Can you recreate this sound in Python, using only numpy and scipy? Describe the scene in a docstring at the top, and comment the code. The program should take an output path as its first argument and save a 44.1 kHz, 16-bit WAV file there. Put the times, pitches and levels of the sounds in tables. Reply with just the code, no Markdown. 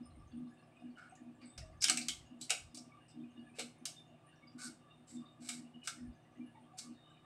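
"""Drawing board on a bed

A child handles a plastic drawing board in a small room. The pen clicks and scrapes on the hollow
shell; the eraser slider rubs and knocks in its track; cloth ticks and the bedding thuds softly.
Thin, brief tones flicker faintly. A fan hums, its low drone swelling and sinking over air noise."""
import sys
import numpy as np
from scipy import signal
from scipy.fft import rfft, irfft
from scipy.io import wavfile
from scipy.ndimage import uniform_filter1d

SR = 44100
rng = np.random.default_rng(int(sys.argv[2]) if len(sys.argv) > 2 else 0)


def to_wav(sig):
    """Store sig (one row per channel, or 1-D mono) as 16-bit WAV at the path in sys.argv[1].

    Samples outside -1..1 are clipped; the rate is SR.
    """
    pcm = np.clip(np.atleast_2d(sig), -1, 1) * 32767
    pcm = np.round(pcm).astype(np.int16)
    wavfile.write(sys.argv[1], SR, pcm.T)  # frames by channels


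N = 319708
TIME_S = np.arange(N) / SR

# Plastic impacts: (time [s], treble level [dB], mid [dB re treble], low [dB re treble],
# spot pitch [Hz], spot ring [dB re treble])
TAP_EVENTS = [(1.152, -78, 0, -8, 6840, 8.5), (1.414, -86.5, 13, -4, 2340, 18),
              (1.577, -56, -2.5, -8.5, 5230, 0), (1.821, -42.5, -6, -47, 6360, 2),
              (1.8407, -30.5, -7.5, -45, 3180, -9.5), (1.883, -39.5, -0.5, -26.5, 2960, -4),
              (1.8969, -30, -7.5, -26, 1386, -14), (1.972, -37.5, -15, -27, 2410, -5.5),
              (2.0135, -54.5, -18, -11, 4400, 3.5), (2.0836, -37.5, -11, -31.5, 3210, -4.5),
              (2.4118, -49, -25, -32.5, 4200, -5), (2.4951, -47, -11, -9.5, 2470, 3),
              (2.5037, -33, -6.5, -17, 2660, -4), (2.746, -53.5, -25, -33.5, 4170, -15),
              (2.771, -54.5, -21, -13, 5310, -2.5), (3.5852, -54, 2, -4, 472, 2.5),
              (3.593, -45, -2.5, -13, 4130, -6), (3.603, -54, -13.5, -35.5, 2720, -1),
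              (3.854, -39, -16, -39, 2915, -15.5), (5.4881, -43, -5, -41, 8100, -9),
              (5.8735, -41.5, -5, -27.5, 1440, -5), (6.786, -47.5, -16.5, -32, 4620, -7.5)]
# Sliding contacts: (start [s], peak [s], end [s], treble level [dB], mid [dB re treble],
# spot pitch [Hz], spot ring [dB re treble])
SCRAPE_STROKES = [(0.962, 0.987, 1.135, -77.5, 4, 1443, 21), (1.41, 1.418, 1.53, -83.5, 14, 4620, 14),
                  (1.805, 1.846, 1.848, -37.5, -19, 5160, 6), (2.398, 2.454, 2.47, -54, -20, 3100, -12),
                  (2.741, 2.756, 2.79, -64.5, -16, 8640, 7.5), (3.079, 3.091, 3.13, -74, -7, 5100, 5),
                  (3.543, 3.6, 3.62, -61, -3, 2770, -5), (4.577, 4.599, 4.69, -57, -8.5, 1485, -0.5),
                  (4.587, 4.664, 4.696, -50, -27, 1460, -4.5), (5.067, 5.106, 5.19, -61, -15, 7660, 1.5),
                  (5.398, 5.511, 5.61, -53.5, -9.5, 7960, -9), (5.831, 5.861, 5.93, -57.5, -11, 1500, -14),
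                  (6.77, 6.785, 6.88, -54, -17, 1470, -16.5)]
# Softness of a sliding contact: (frequency [Hz], gain [dB])
SLIDE_EQ = [(1000, 1.5), (2200, 3), (3200, -4.5), (4300, 2), (6000, -2.5), (8300, 0.5), (11000, 0),
            (15000, -5.5)]
# Hollow shell, broad response: (frequency [Hz], gain [dB])
SHELL_EQ = [(300, -26.5), (480, -4), (730, 1), (1020, -18.5), (1300, -6.5), (1600, -3.5), (1850, -11),
            (2300, 1), (3000, -7), (5300, 0), (7000, -0.5), (8400, 0.5), (10500, -10.5), (15000, -30)]
# Hollow shell, sharp modes: (frequency [Hz], width [Hz], gain [dB])
SHELL_RESONANCES = [(737, 57, -1), (1146, 35, -3), (1420, 170, -4.5), (1540, 23, -9), (1556, 10, -2.5),
                    (2200, 24, 6), (2530, 35, -14), (2936, 19, 9.5), (2850, 16, -5.5), (3550, 12, -4.5),
                    (3850, 12, 2), (4600, 25, 0), (4890, 45, -3.5), (5160, 12, -21.5), (5350, 6.2, -1),
                    (5870, 31.4, -5.5), (6560, 23, -6.5), (6700, 8.29, -0.5), (7600, 34.7, -3.5),
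                    (7390, 30, -1.5), (7700, 30, 7), (8080, 63, 4), (8240, 35, -2), (9160, 37, -3.5)]
# Bedding thuds: (start [s], length [s], level [dB])
THUD_EVENTS = [(0, 0.43, -59), (1.552, 0.099, -49), (1.63, 0.22, -59.5), (2.05, 0.25, -62.5),
               (2.58, 0.12, -60), (5.99, 0.12, -57.5), (6.075, 0.027, -48)]
# Mattress transmission: (frequency [Hz], gain [dB])
MATTRESS_EQ = [(25, -23.5), (45, -6.5), (66, 3.5), (85, 0.5), (110, -1.5), (170, -17.5), (300, -37.5),
               (900, -82)]
# Thin, brief tones at set times: (start [s], length [s], pitch [Hz], level [dB])
THIN_TONE_EVENTS = [(0.03, 0.062, 5140, -73.5), (0.054, 0.025, 9060, -66), (0.757, 0.058, 2510, -68),
                    (1.093, 0.049, 8280, -73), (1.12, 0.033, 740, -60), (1.45, 0.11, 8080, -65.5),
                    (1.619, 0.11, 641, -65), (1.902, 0.065, 735, -53.5), (2.917, 0.029, 2270, -68),
                    (3.079, 0.067, 8100, -74.5), (3.366, 0.089, 2850, -71.5), (3.957, 0.11, 3592, -66),
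                    (4.262, 0.052, 9000, -74), (4.423, 0.063, 2220, -68.5), (4.469, 0.054, 4805, -67),
                    (4.9, 0.1, 3665, -74.5), (5.162, 0.062, 3590, -69), (5.251, 0.083, 3683, -68.5),
                    (5.733, 0.085, 2920, -67.5), (5.813, 0.14, 2924, -62.5), (6.404, 0.047, 2360, -72.5),
                    (6.546, 0.074, 877, -63), (6.73, 0.068, 744, -65.5), (6.939, 0.38, 3700, -74),
                    (7.035, 0.21, 2970, -74)]
# Fan drone partials: (frequency [Hz], relative level [dB])
DRONE_TONES = [(242.4, -4.5), (304.8, -16.5), (358, -32), (155, -21.5)]
# Turbulence around the drone: (frequency [Hz], gain [dB])
TURBULENCE_EQ = [(50, -51.5), (120, -33), (165, -2), (200, -14.5), (240, 11.5), (275, -2.5), (310, 4.5),
                 (360, -11), (430, -32), (1000, -68.5)]
# Drone swells: (start [s], length [s], relative level [dB])
DRONE_SWELLS = [(0.0, 0.018, -34.5), (0.159, 0.021, -50.5), (0.294, 0.23, -43.5), (0.787, 0.17, -48),
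                (1.195, 0.043, -50.5), (1.235, 0.099, -49.5), (1.387, 0.11, -51.3), (1.824, 0.31, -46.5),
                (2.298, 0.053, -44.5), (2.368, 0.089, -54.5), (2.724, 0.062, -48.5), (2.79, 0.035, -52),
                (2.86, 0.022, -51), (3.117, 0.2, -46.5), (3.335, 0.12, -49.5), (3.509, 0.024, -49.5),
                (3.571, 0.14, -52), (3.806, 0.03, -47), (4.106, 0.02, -50.5), (4.423, 0.039, -50.9),
                (4.531, 0.057, -46), (4.633, 0.072, -45), (5.1, 0.15, -44.5), (5.371, 0.096, -49.5),
                (5.442, 0.307, -51), (5.731, 0.058, -49.0), (5.94, 0.21, -48), (6.351, 0.125, -44.5),
                (6.603, 0.044, -54), (6.795, 0.036, -53.5), (6.83, 0.14, -49)]
# Motor hum: (frequency [Hz], level [dB])
MOTOR_TONES = [(119.5, -75), (155.5, -72.5), (241, -84.5), (310, -77.5), (363, -81), (538, -85),
               (743, -81.5)]
# Room air spectrum: (frequency [Hz], gain [dB])
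AIR_EQ = [(25, -18.5), (80, -7), (140, 2), (200, -5.5), (320, -5.5), (450, -11.5), (700, -7), (950, -13.5),
          (1900, -20.5), (2800, -21.5), (4200, -29.5), (6500, -35.5), (8600, -29.5), (12000, -45.5)]
# Flickering air bands: (centre [Hz], resonator width [Hz], level [dB])
AIR_FLICKER_BANDS = [(678, 110, -78), (1169.4, 88, -76), (1708, 79, -84.5), (2470, 220, -89),
                     (2830, 190, -82), (3630, 120, -87), (8870, 300, -91)]


def taps(snap_s=0.002, chatter_s=0.016, low_chatter_s=0.023, spot_s=0.019, rise_s=0.000946,
         snap_even_db=-49, snap_db_per_db=0.9):
    """Plastic on plastic: snap, chatter and a ring of the struck spot. Harder taps snap more."""
    forces, spots = np.zeros((3, N)), np.zeros(N)
    t = TIME_S[:SR // 6]
    attack = 1 - np.exp(-t / rise_s)
    decay = np.exp(-t / chatter_s)
    onset = SR // 70  # levels apply to the first 14 ms
    for time_s, db, mid_db, low_db, spot_hz, spot_db in TAP_EVENTS:
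        i = int(time_s * SR)
        snap = undb(snap_db_per_db * (db - snap_even_db)) * np.exp(-t / snap_s)
        chatter = noise(len(t))
        treble = chatter * (snap + decay)
        mid = chatter * (snap / 2 + decay)
        low = chatter * np.exp(-t / low_chatter_s)
        spot = ring(spot_hz, len(t), width_ratio=0.19) * np.exp(-t / spot_s)
        blows = attack * np.array([treble, mid, low, spot])
        for track, blow, part_db in zip([*forces, spots], blows, (0, mid_db, low_db, spot_db)):
            track[i:i + len(t)] += undb(db + part_db) * blow / np.std(blow[:onset])
    return radiate(forces) + spots


def scrapes(slips_per_s=1500, low_re_mid_db=-18):
    """Stick-slip: dense tiny clicks ring the shell; the spot under the contact rings too."""
    grip = undb(1.8 * drift(55))
    slips = unit_rms((rng.random(N) < slips_per_s / SR) * np.sign(noise()))
    forces, spots = np.zeros((3, N)), np.zeros(N)
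    for start_s, peak_s, end_s, db, mid_db, spot_hz, spot_db in SCRAPE_STROKES:
        push = undb(db) * np.interp(TIME_S, [start_s, peak_s, end_s], [0, 1, 0]) * grip
        on = np.flatnonzero(push)
        forces[:, on] += np.outer(undb([0, mid_db, mid_db + low_re_mid_db]), push[on])
        spot = ring(spot_hz, SR // 2, width_ratio=0.12)[:len(on)]
        spots[on] += undb(spot_db) * push[on] * unit_rms(spot)
    return colour(radiate(forces * slips), SLIDE_EQ) + spots


def shell(force):
    """Contact force rings the hollow shell: a broad response with a few prominent modes."""
    modes = sum(undb(db) * resonate(force, hz, width_hz) for hz, width_hz, db in SHELL_RESONANCES)
    return colour(force + modes, SHELL_EQ)


def radiate(forces):
    """Treble, mid and low forces through the shell, each band at unit power gain."""
    bands_hz = [(3600, 16000), (1000, 3600), (350, 1000)]
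    impulse_response = shell(np.r_[1., np.zeros(SR // 10)])
    return sum(band(shell(force), *edges_hz) / np.linalg.norm(band(impulse_response, *edges_hz))
               for force, edges_hz in zip(forces, bands_hz))


def thuds():
    """Board and legs shift on the mattress, which passes only bass."""
    push = arches(THUD_EVENTS, skew=0.8, sharpness=1.2, release_s=0.02)
    return push * hold_level(colour(noise(), MATTRESS_EQ), span_s=0.029)


def rustle(ticks_per_s=24, base_db=-80, scatter_db=3, lo_hz=1500, hi_hz=10500, fall_db_per_oct=4,
           rise_s=0.002, decay_s=0.017):
    """Cloth and fingers stir: faint random ticks, weaker at higher pitch."""
    out = np.zeros(N + SR)
    t = TIME_S[:SR // 12]
    envelope = 2 * np.exp(-t / decay_s) * (1 - np.exp(-t / rise_s))
    for when, pitch, softness in rng.random((int(ticks_per_s * N / SR), 3)):
        i = int(when * N)
        hz = lo_hz * (hi_hz / lo_hz) ** pitch
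        db = base_db - scatter_db * np.log(max(softness, 0.05)) - fall_db_per_oct * np.log2(hz / lo_hz)
        out[i:i + len(t)] += undb(db) * envelope * ring(hz, len(t), width_ratio=0.07)
    return out[:N]


def thin_tones(flickers_per_s=1.2, flicker_s=0.046, centre_hz=2516, spread_oct=0.253, flicker_db=-70.5):
    """Faint, thin, brief tones: some at set times, others flickering at random."""
    out = np.zeros(N + SR)
    flickers = [(when * N / SR, flicker_s, centre_hz * 2 ** (spread_oct * (2 * pitch - 1)), flicker_db)
                for when, pitch in rng.random((int(flickers_per_s * N / SR), 2))]
    for start_s, length_s, hz, db in THIN_TONE_EVENTS + flickers:
        i, size = int(start_s * SR), int(length_s * SR)
        envelope = np.interp(np.arange(size) / size, [0, 0.14, 1], [0, 1.4, 0])
        out[i:i + size] += undb(db) * envelope * ring(hz, size, width_ratio=0.026)
    return out[:N]


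def fan(turbulence_db=-3, swell_gain_db=0.5, idle_db=-74, flutter_db=5, flutter_per_s=24):
    """Motor hum plus a rough drone near the fourth mains harmonic; it flutters low between swells."""
    eddies = undb(turbulence_db) * unit_rms(colour(noise(), TURBULENCE_EQ))
    partials = unit_rms(tones(DRONE_TONES, waver_hz=2))
    drone = hold_level(partials + eddies, span_s=0.07)
    motor = tones(MOTOR_TONES, waver_hz=1.12) * undb(0.5 * drift(3.5))
    idle = undb(idle_db + flutter_db * drift(flutter_per_s))
    swell = undb(swell_gain_db) * arches(DRONE_SWELLS, skew=0.68, sharpness=2.66, release_s=0.027)
    return np.hypot(idle, swell) * drone + motor


def air(floor_db=-69, flicker_db=5.5, drift_db=2):
    """Soft air noise; narrow bands drift and flicker independently."""
    bands = np.zeros(N)
    for hz, width_hz, db in AIR_FLICKER_BANDS:
        wander = undb(flicker_db * drift(20) + drift_db * drift(2.99))
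        bands += undb(db) * unit_rms(wander * ring(hz, N, width_ratio=width_hz / hz))
    return undb(floor_db) * unit_rms(colour(noise(), AIR_EQ)) + bands


def room(x, wet_db=-7, body_t60_s=0.29, treble_t60_s=0.28, build_s=0.00074):
    """Walls add a short diffuse tail, slightly shorter in the treble."""
    t = TIME_S[:SR // 2]
    body = band(noise(len(t)), 290, 5000) * undb(-60 * t / body_t60_s)
    treble = band(noise(len(t)), 5000, 16000) * undb(-60 * t / treble_t60_s)
    tail = unit_rms((body + treble) * (1 - np.exp(-t / build_s))) / np.sqrt(len(t))
    return x + undb(wet_db) * signal.fftconvolve(x, tail)[:N]


def arches(rows, skew, sharpness, release_s):
    """Envelope: one arch per row, then exponential release. Skew < 1 peaks early."""
    out = np.zeros(N)
    for start_s, length_s, db in rows:
        on = (TIME_S > start_s) & (TIME_S < start_s + length_s)
        progress = np.clip((TIME_S[on] - start_s) / length_s, 0, 1) ** skew
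        out[on] += undb(db) * (4 * progress * (1 - progress)) ** sharpness
    pole = np.exp(-1 / (release_s * SR))
    return signal.lfilter([1 - pole], [1, -pole], out + 1e-18)


def tones(rows, waver_hz):
    """Sines with slight pitch waver."""
    return sum(undb(db) * np.sqrt(2) * np.sin(2 * np.pi * np.cumsum(hz + waver_hz * drift(9)) / SR)
               for hz, db in rows)


def ring(hz, size, width_ratio):
    """Noise through the same resonator twice, rms 1."""
    width_hz = hz * width_ratio
    once = resonate(noise(size + SR // 10), hz, width_hz)
    return unit_rms(resonate(once, hz, width_hz)[-size:])


def resonate(x, hz, width_hz):
    """One resonance, unit gain at centre."""
    return signal.lfilter(*signal.iirpeak(hz, hz / width_hz, fs=SR), x)


def colour(x, points, fft_size=2048):
    """Minimum-phase filter from (frequency [Hz], gain [dB]) points."""
    hz, db = np.transpose(points)
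    bins_hz = np.arange(fft_size // 2 + 1) * SR / fft_size
    gain = undb(np.interp(np.log(bins_hz + 1), np.log(hz), db))
    cepstrum = irfft(np.log(gain))[:fft_size // 2]
    cepstrum[0] /= 2
    impulse_response = irfft(np.exp(rfft(2 * cepstrum, fft_size)))
    return signal.fftconvolve(x, impulse_response)[:len(x)]


def band(x, lo_hz, hi_hz):
    """Steep band-pass."""
    return signal.sosfilt(signal.butter(4, [lo_hz, hi_hz], "band", fs=SR, output="sos"), x)


def drift(steps_per_s):
    """Smooth random drift, rms 1."""
    hold = int(SR / steps_per_s)
    steps = np.repeat(noise(N // hold + 1), hold)
    return unit_rms(uniform_filter1d(steps, hold)[:N])


def hold_level(x, span_s):
    """Divide by the running rms."""
    return x / np.sqrt(uniform_filter1d(x ** 2, int(span_s * SR)) + 1e-12)


def noise(size=N):
    """White noise."""
    return rng.standard_normal(size)


def unit_rms(x):
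    """Scale to rms 1."""
    return x / np.sqrt(np.mean(x ** 2) + 1e-20)


def undb(db):
    """Decibels to gain."""
    return 10 ** (np.asarray(db) / 20)


def scene():
    """Board, thin tones and rustle in the room, over thuds, fan and air. Mono."""
    direct = taps() + scrapes() + thin_tones() + rustle()
    return (room(direct) + thuds() + fan() + air())[None]


def record(dry):
    """Steep low-pass."""
    cutoff_hz = 15700
    return signal.sosfilt(signal.ellip(8, 0.2, 70, cutoff_hz, fs=SR, output="sos"), dry)


dry = scene()
out = record(dry)
to_wav(out)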